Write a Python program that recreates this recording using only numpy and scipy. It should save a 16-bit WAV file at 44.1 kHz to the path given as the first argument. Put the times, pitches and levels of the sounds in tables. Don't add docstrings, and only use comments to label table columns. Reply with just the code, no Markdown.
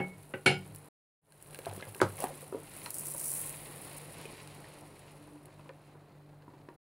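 import sys
import numpy as np
from scipy import signal
from scipy.io import wavfile
from scipy.ndimage import uniform_filter1d

SR = 44100
rng = np.random.default_rng(int(sys.argv[2]) if len(sys.argv) > 2 else 0)


def transcribe(u):
    v = np.clip(np.atleast_2d(u).T, -1, 1)
    q = np.round(v * 32767).astype(np.int16)
    wavfile.write(sys.argv[1], SR, q)


def voltage_ratio(decibels):
    exponent = np.asarray(decibels, float) / 20
    return 10 ** exponent


N = 306495


def evened(x):
    return x / np.sqrt(np.mean(x ** 2) + 1e-20)


def peaked(x):
    return x / abs(x).max()


def add(mix, s, sound):
    part = mix[round(s * SR):][:len(sound)]
    part += sound[:len(part)]


def read(points, hz):
    f, value = np.transpose(points)
    return np.interp(np.log(hz + 1), np.log(f + 1), value)


def coloured(x, points):
    hz = np.fft.fftfreq(4096, 1 / SR)
    log_gain = np.log(voltage_ratio(np.maximum(read(points, abs(hz)), -90)))
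    taps = np.fft.ifft(np.exp(np.conj(signal.hilbert(log_gain)))).real[:2048]
    return signal.oaconvolve(np.atleast_2d(x), taps[None], axes=1)[:, :x.shape[-1]].reshape(x.shape)


def band(x, lo_hz, hi_hz):
    return signal.sosfilt(signal.butter(2, [lo_hz, min(hi_hz, .45 * SR)], "band", fs=SR, output="sos"), x)


def flicker(size, depth_db):
    wander = uniform_filter1d(uniform_filter1d(rng.standard_normal(N), size), size)
    return voltage_ratio(depth_db * evened(wander))


def plateau(t, start, length):
    edge_s = 0.0092
    return (np.tanh((t - start) / edge_s) - np.tanh((t - start - length) / (3 * edge_s))) / 2


def decay(t, t60):
    return voltage_ratio(-60 * t / t60)


def smeared(bursts, tail_s):
    return signal.lfilter([1], [1, -np.exp(-1 / (tail_s * SR))], bursts)


def ringing(t, hz, t60, rise_s):
    return np.sin(2 * np.pi * hz * t) * decay(t, t60) * np.minimum(t / rise_s, 1)


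def struck(modes, rattle, blows):
    t, out = np.arange(SR // 2) / SR, np.zeros(N)
    hz, ring_db, t60 = np.transpose(modes)[:, :, None]
    rings = voltage_ratio(ring_db - 60 * t / t60) * np.sin(2 * np.pi * hz * t)
    for s, db, rattle_db, rattle_t60, hard_hz in blows:
        ring = (rings / np.hypot(1, hz / hard_hz)).sum(axis=0) * np.minimum(t / 0.00078, 1)
        shake = coloured(rng.standard_normal(len(t)) * decay(t, rattle_t60), rattle)
        shake = signal.lfilter(*signal.butter(2, min(0.39 * hard_hz, .45 * SR), fs=SR), shake)
        add(out, s, voltage_ratio(db) * peaked(ring) + voltage_ratio(rattle_db) * peaked(shake))
    return out


# start_s, spitting_db at the open edge, bubbling_db under the bread
FAT = [(0, -64, -64), (.52, -65.5, -67.5), (.65, -63, -61), (.888, -66, -66.5), (1.5, -59, -61.5),
       (2.1, -56.5, -59.5), (2.22, -53, -52.5), (2.58, -60.5, -61), (2.73, -53.5, -56), (2.958, -47.5, -56),
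       (3.3, -42, -53.5), (3.52, -46.5, -52.5), (3.66, -50, -53.5), (3.9, -50.5, -54), (4.3, -58, -53.5),
       (5.2, -67, -63), (6.13, -81, -71), (6.701, -79.5, -69.5)]


def fat_db(t, axis):
    rows = np.array(FAT)
    return np.interp(t, rows[:, 0], rows[:, axis])


def hiss():
    return voltage_ratio(-78) * band(rng.standard_normal(N), 9000, 19000)


# pitch_hz, level_db, waver_db
HUM = [(49, -16, 1.5), (100, -9, 3), (147.4, 0, 1.5), (197, -17, 3), (295.5, -11, 2.5), (344, -20, 4),
       (400, -19, 4), (443, -21, 4)]
# start_s, length_s, extra_db
SWELLS = [
    (4.71, .18, 9),
    (5.03, .09, 7),
    (5.19, .26, 11),
]
SWELL_HZ = 295.5


def hum():
    t, out = np.arange(N) / SR, np.zeros(N)
    swell_db = sum(db * plateau(t, s, length) for s, length, db in SWELLS)
    for hz, db, waver_db in HUM:
        phase = 2 * np.pi * hz * np.cumsum(flicker(size=5000, depth_db=.03)) / SR
        level = voltage_ratio(db + swell_db * (hz == SWELL_HZ)) * flicker(size=2500, depth_db=waver_db)
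        out += level * np.sin(phase)
    level = voltage_ratio(-57.5 + 0.074 * (fat_db(t, axis=2) + 56.5))
    return level * flicker(size=4000, depth_db=1.3) * evened(out)


# pitch_hz, density_db
WASH = [(15, -36.5), (25, -16), (54, -15), (92, -13), (150, -5), (220, -14), (306, -10), (593, -11),
        (731, -13.5), (870, -14), (1600, -24.5), (2080, -31), (3520, -120)]


def wash():
    t = np.arange(N) / SR
    noise = coloured(rng.standard_normal(N) * flicker(size=700, depth_db=1.5), WASH)
    follows_bubbling = voltage_ratio(-57.5 + 0.48 * (fat_db(t, axis=2) + 60))
    settling = voltage_ratio(-41 - 60 * t / 0.18)
    return (follows_bubbling + settling) * noise / np.std(band(noise, 200, 1200))


def bubbles(per_s, spread_db, tail_s, smooth):
    clumps = flicker(size=300, depth_db=4.5)
    sizes = voltage_ratio(spread_db * np.minimum(rng.exponential(1, N), 4.5))
    bursts = sizes * (rng.random(N) < clumps * per_s / SR)
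    return rng.standard_normal(N) * (evened(smeared(bursts, tail_s)) + smooth)


# pitch_hz, density_db
FRYING = [(650, -24.5), (1100, 1), (1160, -16), (1280, -7), (1650, -7.5), (1820, -1.5), (2520, -1.5),
          (3460, -8.5), (4100, -4.5), (5860, -17), (7000, -13.5), (9100, -19.5), (15400, -120)]


def frying():
    steam = evened(coloured(bubbles(540, 2.3, 0.0014, 2.45), FRYING))
    return voltage_ratio(fat_db(np.arange(N) / SR, axis=2) - 3) * flicker(size=2500, depth_db=1.2) * steam


# pitch_hz, density_db
SIZZLE = [(2650, -61.5), (4500, -21.5), (5820, -15), (6270, -15), (6870, -13), (8110, -5.5), (9890, 2),
          (11400, -3.5), (12500, -10), (15100, -9.5), (16200, -10.5)]
# pitch_hz, density_db
SIZZLE_SHUT = [(3240, -26), (5500, -11), (6380, -19), (9720, 0), (11500, -7.5), (12400, -12.5),
               (15100, -17), (16200, -9.5)]
# start_s, extra_db, length_s
SURGE = [
    (2.89, -7, 0.013),
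    (2.944, 5.5, 0.072),
    (3.054, 2.5, 0.13),
    (3.183, 7.5, 0.025),
    (3.24, 8.5, 0.083),
    (3.35, 6, 0.12),
]


def sizzle():
    t = np.arange(N) / SR
    lull_db = -1.5 * plateau(t, 3.1, 3.46 - 3.1)
    surge_db = lull_db + sum(db * plateau(t, s, length) for s, db, length in SURGE)
    steam = bubbles(1200, 2.5, 0.00043, 1.0)
    shut = np.interp(t, (3.3, 4.3), [0, 1])
    sound = (1 - shut) * evened(coloured(steam, SIZZLE)) + shut * evened(coloured(steam, SIZZLE_SHUT))
    return voltage_ratio(fat_db(t, axis=1) + surge_db) * sound


# start_s, level_db, body_db
SPITS = [(6.422, -69, -52), (0.7485, -37, -44), (0.76, -37, -66), (1.322, -38, -38.5), (1.4254, -34, -49),
         (1.546, -36, -32.5), (1.589, -32.5, -35.5), (1.6576, -36, -33.5), (1.713, -41, -42),
         (1.763, -38, -66), (1.885, -44, -65), (1.947, -39, -34), (2.017, -26.5, -35), (2.1697, -30.5, -55),
         (2.2036, -28, -50), (2.2235, -31, -46), (2.241, -26.5, -34), (2.374, -40, -61), (2.418, -38, -56),
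         (2.8604, -34, -31.5), (5.692, -63.5, -41), (6.689, -68, -51)]
# start_s, level_db, body_db
PRESSED_SPITS = [(2.7062, -44, -54), (2.7379, -41, -51), (2.7525, -36, -48), (2.7646, -38, -60),
                 (2.7721, -32, -60), (2.7868, -34, -58), (2.7979, -40, -60), (2.8185, -38, -60),
                 (2.8329, -37, -60), (2.8506, -38, -57), (2.885, -38, -60), (2.8959, -40, -60),
                 (2.9053, -21, -48), (2.9434, -22, -53), (2.9667, -27, -48), (2.9844, -21, -56),
                 (2.9956, -24, -52), (3.0356, -30, -60), (3.0541, -27, -55), (3.0582, -24, -51),
                 (3.0696, -24, -60), (3.0833, -24, -60), (3.1004, -28, -59), (3.1066, -25, -60),
                 (3.1167, -27, -60), (3.1218, -30, -60), (3.1385, -24, -60), (3.149, -31, -60),
                 (3.1731, -30, -57), (3.1872, -30, -60), (3.2004, -25, -45), (3.213, -23, -48),
                 (3.2462, -25, -58), (3.2593, -22, -60), (3.2896, -23, -54), (3.2956, -23, -60),
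                 (3.3061, -24, -60), (3.3168, -20, -51), (3.3295, -28, -60), (3.3379, -18, -60),
                 (3.3482, -27, -60), (3.3551, -26, -52), (3.3817, -25, -60), (3.3948, -25, -57),
                 (3.411, -29, -60), (3.4152, -20, -51), (3.463, -27, -60), (3.4675, -28, -57),
                 (3.4734, -28, -60), (3.4811, -31, -60), (3.4944, -27, -60), (3.502, -31, -56),
                 (3.5077, -30, -60), (3.5267, -30, -60), (3.5514, -35, -60), (3.5691, -33, -60),
                 (3.6166, -37, -60)]
# start_s, level_db, body_db
SEAM_SPITS = [(3.8435, -46, -61), (4.1155, -46, -61), (4.134, -41, -56), (4.1829, -40, -57),
              (4.2133, -39, -57), (4.4747, -39, -43), (4.547, -43, -59), (4.686, -46, -64),
              (4.786, -47, -56), (4.864, -48, -65), (4.9933, -44, -64), (5.1178, -49, -65),
              (5.2245, -60, -69), (5.2899, -54, -71), (5.4564, -42, -50)]
# start_s, level_db
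CREAKS = [(1.2915, -66), (1.4122, -55), (1.4451, -51), (1.4614, -44), (1.508, -42), (1.5293, -42),
          (1.557, -38), (1.6177, -43), (1.6506, -34), (1.6968, -37.5), (1.7345, -51), (1.771, -50),
          (1.798, -42), (1.8093, -34.5), (1.8524, -48), (2.0294, -36), (2.0424, -42), (2.0544, -47),
          (2.0884, -44), (2.103, -38), (2.125, -48), (2.156, -55), (2.2688, -33.5), (2.291, -40),
          (2.345, -45), (2.4713, -54), (4.702, -51), (5.5943, -57), (5.6114, -63), (5.7084, -59)]
# start_s, level_db
CRACKLES = [(0.0288, -48), (0.0639, -51), (0.0826, -41), (0.1825, -46), (0.2271, -47), (0.2326, -44),
            (0.2528, -46), (0.2922, -44), (0.2993, -48), (0.3084, -47), (0.3775, -52), (0.4102, -51),
            (0.6093, -47), (0.647, -50), (0.6623, -45), (0.6768, -42), (0.7224, -47), (0.7836, -42),
            (0.7994, -49), (0.8455, -41), (0.8576, -48), (1.2815, -59), (1.3023, -57), (1.38, -49),
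            (1.4044, -49), (1.4148, -46), (1.4456, -43), (1.4676, -44), (1.474, -45), (1.5089, -44),
            (1.529, -45), (1.7356, -34), (1.7476, -37), (1.8531, -37), (1.8918, -37), (1.9111, -43),
            (1.9245, -42), (1.9636, -36), (1.9951, -36), (2.0888, -39), (2.1018, -39), (2.1216, -39),
            (2.1377, -42), (2.157, -39), (2.2332, -29), (2.2557, -33), (2.2834, -35), (2.4083, -36),
            (2.4243, -40), (2.4622, -44), (2.6015, -39), (2.6341, -39)]
# pitch_hz, level_db, t60_s
POP_RINGS = [(1620, -10.5, 0.033), (2720, 1, 0.0062), (4080, -3.5, 0.0083)]


def spits():
    trim_db = -2.5
    rows = SPITS + [(s, db - .6, body_db) for s, db, body_db in SEAM_SPITS]
    rows = rows + [(s, -90, db - 2.5) for s, db in CREAKS]
    rows += [(s, db + trim_db, body_db) for s, db, body_db in PRESSED_SPITS]
    rows += [(s, db + trim_db, db - 19) for s, db in CRACKLES]
    t, out = np.arange(2000) / SR, np.zeros(N)
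    a, b = rng.standard_normal((2, len(rows), len(t)))
    fizz, thinness = rng.standard_normal((2, len(rows), 1))

    burst = np.sign(a) * decay(t, .0018)
    tail = 0.13 * a * decay(t, 0.1) + 0.3 * abs(fizz) * a * decay(t, 0.009)
    snaps = coloured(burst + tail, SIZZLE)
    snaps = snaps - np.clip(0.12 + 0.25 * thinness, 0, 1) * np.roll(snaps, 1, axis=1)

    pops = 0.68 * band(b * decay(t, 0.0084), 1700, 5500)
    for hz, db, t60 in POP_RINGS:
        detune, strength = rng.standard_normal((2, len(rows), 1))
        pops = pops + voltage_ratio(db + 2.0 * strength) * ringing(t, hz * (1 + 0.014 * detune), t60, .0005)
    for (s, db, body_db), snap, pop in zip(rows, snaps, pops):
        add(out, s, voltage_ratio(db + 2.5) * peaked(snap) + voltage_ratio(body_db - 2.0) * peaked(pop))
    return out


# start_s, length_s, level_db
HANDLING = [
    (1.489, 0.54, -65),
    (1.643, 0.23, -63),
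    (2.185, 0.082, -48),
    (2.51, 0.13, -65),
]
# from_hz, to_hz
TICK_HZ = [
    (450, 1050),
    (800, 2200),
    (2100, 3500),
    (3600, 5300),
]


def rustle():
    t = np.arange(N) / SR
    ticks = voltage_ratio(3.0 * np.minimum(rng.exponential(1, N), 2.4)) * (rng.random(N) < 640 / SR)
    part, grit = rng.integers(0, len(TICK_HZ), N), rng.standard_normal(N)
    sound = np.zeros(N)
    for k, (lo_hz, hi_hz) in enumerate(TICK_HZ):
        puffs = grit * smeared(ticks * (part == k), 0.0025)
        sound += voltage_ratio(-3.5 * k) * evened(band(puffs, lo_hz, hi_hz))
    return evened(sound) * sum(voltage_ratio(db) * plateau(t, s, length) for s, length, db in HANDLING)


# start_s, level_db, pitch_hz, rise_s, t60_s
BOOMS = [
    (.001, -46, 144, .005, 0.4),
    (0.482, -39.5, 149, 0.024, 0.54),
    (0.551, -37.5, 100, 0.022, .4),
    (0.629, -45.5, 150, 0.03, 0.56),
    (.7, -40.5, 101, .03, 0.23),
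    (1.674, -35, 96.8, 0.026, 0.44),
    (1.749, -45.5, 192, 0.023, 0.22),
    (1.868, -39, 102, 0.024, 0.17),
    (2.022, -27.5, 99, 0.011, 0.27),
    (0.149, -42.5, 100.4, 0.028, 0.28),
]


def booms():
    t, out = np.arange(SR // 4) / SR, np.zeros(N)
    for s, db, hz, rise_s, t60 in BOOMS:
        fade_out = np.cos(2 * np.pi * t) ** 2
        add(out, s, voltage_ratio(db) * peaked(ringing(t, hz, t60, rise_s)) * fade_out)
    return out


# start_s, level_db, pitch_hz, upper_db
KNOCKS = [(1.647, -59, 490, -63), (1.667, -28, 679, -52), (1.666, -37, 396, -57), (1.709, -47, 759, -45),
          (1.777, -38, 366, -63), (1.869, -44, 536, -50), (1.956, -41.5, 386, -46), (2.201, -35, 524, -40),
          (2.222, -32, 650, -52), (2.239, -24.5, 757, -62), (2.261, -56, 301, -53), (2.271, -47, 877, -56),
          (2.306, -38, 533, -52), (2.333, -42.5, 345, -52), (2.427, -42, 510, -68),
          (2.525, -31, 390, -41.5), (2.546, -25.5, 434, -42), (2.577, -38, 414, -58),
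          (2.863, -60, 896, -37), (3.146, -42, 550, -42.5), (5.594, -48, 345, -50.5),
          (5.658, -52, 301, -51), (5.692, -42.5, 533, -45), (5.952, -53, 377, -50.5),
          (6.434, -53, 504, -59), (6.479, -44, 298, -45.5), (6.536, -50, 326, -49.5),
          (6.599, -50, 301, -59.5), (6.686, -41.5, 345, -45.5), (6.701, -57, 533, -49)]
# start_s, level_db, pitch_hz, upper_hz, upper_db
CATCH = [(1.589, -36.5, 500, 2300, -46), (1.727, -36.5, 504, 1510, -50.5), (1.801, -42, 496, 1270, -42.5),
         (1.825, -36.5, 477, 2080, -33), (1.826, -42, 480, 1680, -36.5), (2.002, -30.5, 995, 1600, -26),
         (2.004, -34.5, 380, 1740, -37), (2.0143, -33, 510, 2180, -33), (2.181, -50, 503, 2200, -42.5),
         (2.240, -25.5, 358, 1830, -38), (2.861, -40, 900, 1960, -36), (4.254, -38, 430, 2460, -37.5),
         (4.643, -48, 675, 1840, -45.5), (5.693, -61, 700, 1790, -42), (5.698, -48, 540, 990, -47),
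         (5.594, -48, 620, 2600, -54), (2.86, -63, 2800, 4190, -36), (6.687, -50, 600, 1720, -48)]


def knocks():
    t, out = np.arange(SR // 4) / SR, np.zeros(N)
    shell = [(s, db, hz, 0.044, 952, upper_db) for s, db, hz, upper_db in KNOCKS]
    latch = [(s, db, hz, 0.025, upper_hz, upper_db) for s, db, hz, upper_hz, upper_db in CATCH]
    for s, db, hz, t60, upper_hz, upper_db in shell + latch:
        a, b = rng.standard_normal((2, len(t)))
        low_rattle = band(a * decay(t, 2.0 * t60), 0.61 * hz, 1.53 * hz)
        low = peaked(ringing(t, hz, t60, 0.00068)) + 0.38 * peaked(low_rattle)
        upper_rattle = band(b * decay(t, 0.71 * t60), 0.97 * upper_hz, 1.47 * upper_hz)
        upper = peaked(ringing(t, upper_hz, 0.72 * t60, 0.00049)) + 0.64 * peaked(upper_rattle)
        add(out, s, voltage_ratio(db) * peaked(low) + voltage_ratio(upper_db + 0.5) * peaked(upper))
    return out


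# pitch_hz, level_db, t60_s
LID = [(191.6, -12, 0.2), (345, -10.5, 0.053), (384, 8.5, 0.041), (496, 6, 0.023), (700, -12, 0.055),
       (900, -9, 0.025), (1400, -10, 0.05), (1560, 5.5, 0.02), (2030, -5, 0.0097)]
# pitch_hz, density_db
LID_RATTLE = [(41, -23), (70, -1.5), (115, -6), (278, -12), (367, -9.5), (680, -7), (1300, -2.5),
              (1590, -6.5), (3300, -9), (9070, -6), (11500, -30), (15600, -62), (22000, -120)]
# start_s, ring_db, rattle_db, rattle_t60_s, hardness_hz
SLAM = [
    (2.017, -50, -35.5, 0.0873, 8100),
    (2.0148, -40.5, -22.5, 0.011, 24000),
    (2.016, -7, -14, 0.028, 2510),
    (2.022, -22, -20, 0.06, 1520),
    (2.0278, -19, -42, 0.093, 1500),
    (2.0425, -28, -32, 0.03, 1800),
    (2.0292, -25, -34, .045, 14000),
    (2.0502, -33, -36, .04, 1700),
    (2.0651, -40, -38, .035, 2600),
    (2.0889, -48, -42, .03, 5000),
]


def lid_slam():
    return struck(LID, LID_RATTLE, SLAM)


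def rim():
    t = np.arange(N) / SR
    low, high = (np.sin(2 * np.pi * hz * t) for hz in (2203, 2214.5))
    return voltage_ratio(-35 - 60 * t / .32) * (low - 0.62 * high)


# start_s, level_db
BELLY = [
    (.459, -60),
    (.462, -27),
    (.479, -20),
    (.49, -28),
    (.512, -27),
    (.521, -50),
    (.558, -42),
    (.63, -64),
    (.7, -95),
]


def belly():
    s, db = np.transpose(BELLY)
    t = np.arange(s[0], s[-1], 1 / SR)
    out = np.zeros(N)
    phase = 2 * np.pi * 2238 * t + 2.7 * np.sin(2 * np.pi * 11 * t)
    add(out, s[0], voltage_ratio(np.interp(t, s, db)) * np.sin(phase))
    return out


def fine_rings():
    lo_hz, hi_hz = 2600, 15200
    place, size, life = rng.random((70, 3)).T
    hz = lo_hz + (hi_hz - lo_hz) * place ** 2.2
    db = -29 - 5 * np.log2(hz / lo_hz) - 9 * size
    return list(zip(hz, db, .13 * (0.71 + 1.2 * life)))


# pitch_hz, level_db, t60_s
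PLATE_FADING = [(184, 2.5, 0.34), (377, -1, 0.23), (531, -3.5, 0.091), (798, -2, 0.21), (1670, -7.5, 0.18),
                (2840, 1, 0.017), (3080, -20, 0.15)]
# pitch_hz, level_db, t60_s
PLATE_TAPPED = [(377, -11, 0.26), (530, 1, 0.043), (743, -15.5, .05), (1000, -5, 0.027), (1449, -18, 0.18),
                (1540, -2.5, .07), (1740, -10, .05), (1954, -1.5, .04), (2050, -12.5, 0.042),
                (2220, -28, .2), (2620, -12.5, 0.036), (2770, -6.5, .045), (4183, -32.5, .1)]
PLATE_HZ = [147, 187, 284, 372, 477, 806, 1444, 1690, 1976, 2235, 2243, 2471, 2777, 2838, 3033, 3166, 3951,
            3999, 4185, 4383, 4490, 4996, 5238, 6100, 7311, 8613, 9900, 10030, 11120, 12900, 234, 524, 1381,
            2195, 727, 3418, 690]
# level_db, t60_s
PLATE_RINGS = [(-19, 0.46), (-24.5, 0.57), (-17, 0.13), (-9, 0.24), (-20.5, .1), (-13, 0.2), (-7, 0.18),
               (-14, 0.13), (-28, 0.13), (-34.5, 0.11), (-34, 0.1), (-24, 0.2), (-10, 0.22), (-13.5, 0.16),
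               (-11, 0.25), (-18, 0.22), (-24, 0.18), (-24, 0.22), (-10, 0.14), (-16.5, 0.11),
               (-21.5, 0.17), (-29.5, 0.23), (-25.5, 0.14), (-31.5, .15), (-18, 0.074), (-17, 0.18),
               (-21.5, 0.14), (-10, 0.082), (-25, 0.15), (-35, .12), (-21.5, .18), (-29.5, 0.12),
               (-19.5, .12), (-20, 0.06), (-11, 0.2), (-26, .17), (-23.5, .15)]
# pitch_hz, density_db
PLATE_RATTLE = [(59, -47.5), (100, -7.5), (560, -9.5), (650, -22.5), (791, -10.5), (1010, -29.5),
                (1410, -16.5), (1880, -20), (2220, -12.5), (3400, -21.5), (4600, -23.5), (10300, -31.5),
                (14000, -38)]
# start_s, ring_db, rattle_db, rattle_t60_s, hardness_hz
FADING = [
    (0.0005, -28, -24.5, 0.12, 3200),
]
TAPPED = [
    (.338, -27, -30.5, 0.088, 4017),
]
STRUCK = [
    (0.4592, -33.5, -27.5, .14, 22000),
    (.461, -11.5, -13, 0.045, 9000),
    (.4766, -17.5, -17, 0.11, 10000),
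    (.503, -26.5, -24.5, 0.18, 9000),
]


def plate():
    full = [(hz, db, t60) for hz, (db, t60) in zip(PLATE_HZ, PLATE_RINGS)] + fine_rings()
    taps = struck(PLATE_FADING, PLATE_RATTLE, FADING) + struck(PLATE_TAPPED, PLATE_RATTLE, TAPPED)
    return taps + struck(full, PLATE_RATTLE, STRUCK)


# pitch_hz, t60_s
ROOM_T60 = [(200, 0.23), (1500, 0.18), (8000, 0.19)]


def room(x):
    taps = np.zeros(SR // 2)
    at = np.arange(200, len(taps) - 20, 20)
    taps[at + rng.integers(0, 20, len(at))] = rng.choice([-1., 1.], len(at))
    hz, t, z = signal.stft(taps, SR, nperseg=256)
    tail = signal.istft(z * decay(t, read(ROOM_T60, hz)[:, None]), SR, nperseg=256)[1]
    return signal.fftconvolve(x, tail / np.linalg.norm(tail))[:N]


def scene():
    hits = booms() + knocks() + lid_slam() + belly() + plate()
    hits = band(hits, 130, 18000)
    background = hiss() + hum() + wash() + frying() + sizzle() + spits() + rustle()
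    mono = background + rim() + hits + voltage_ratio(-7) * room(hits)
    return np.array([mono, mono])


def roll_off(x):
    return signal.sosfilt(signal.butter(12, 16850, fs=SR, output="sos"), x)


# start_s, end_s
SHOTS = [
    (0, .888),
    (1.215, 6.764),
]
# pitch_hz, density_db
SIDE_HISS = [(60, -33.5), (200, -4), (660, -3.5), (2400, -5.5), (4200, -12.5), (6000, -28), (10000, -23),
             (16000, -29)]


def record(dry):
    t = np.arange(N) / SR
    (_, cut), (start, end) = SHOTS
    first = np.clip((cut - t) / 0.0019, 0, 1)
    second = np.clip(np.minimum((t - start) / 0.33, (end - t) / 0.0086), 0, 1)
    side = voltage_ratio(-82) * evened(coloured(rng.standard_normal(N), SIDE_HISS)) * flicker(size=3000, depth_db=3.5)
    low_pass = signal.firwin(1023, 15780, window=("kaiser", 8), fs=SR)
    limited = signal.oaconvolve(dry + [side, -side], low_pass[None], "same")
    return roll_off((first + second) * limited)


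dry = scene()
out = record(dry)
transcribe(out)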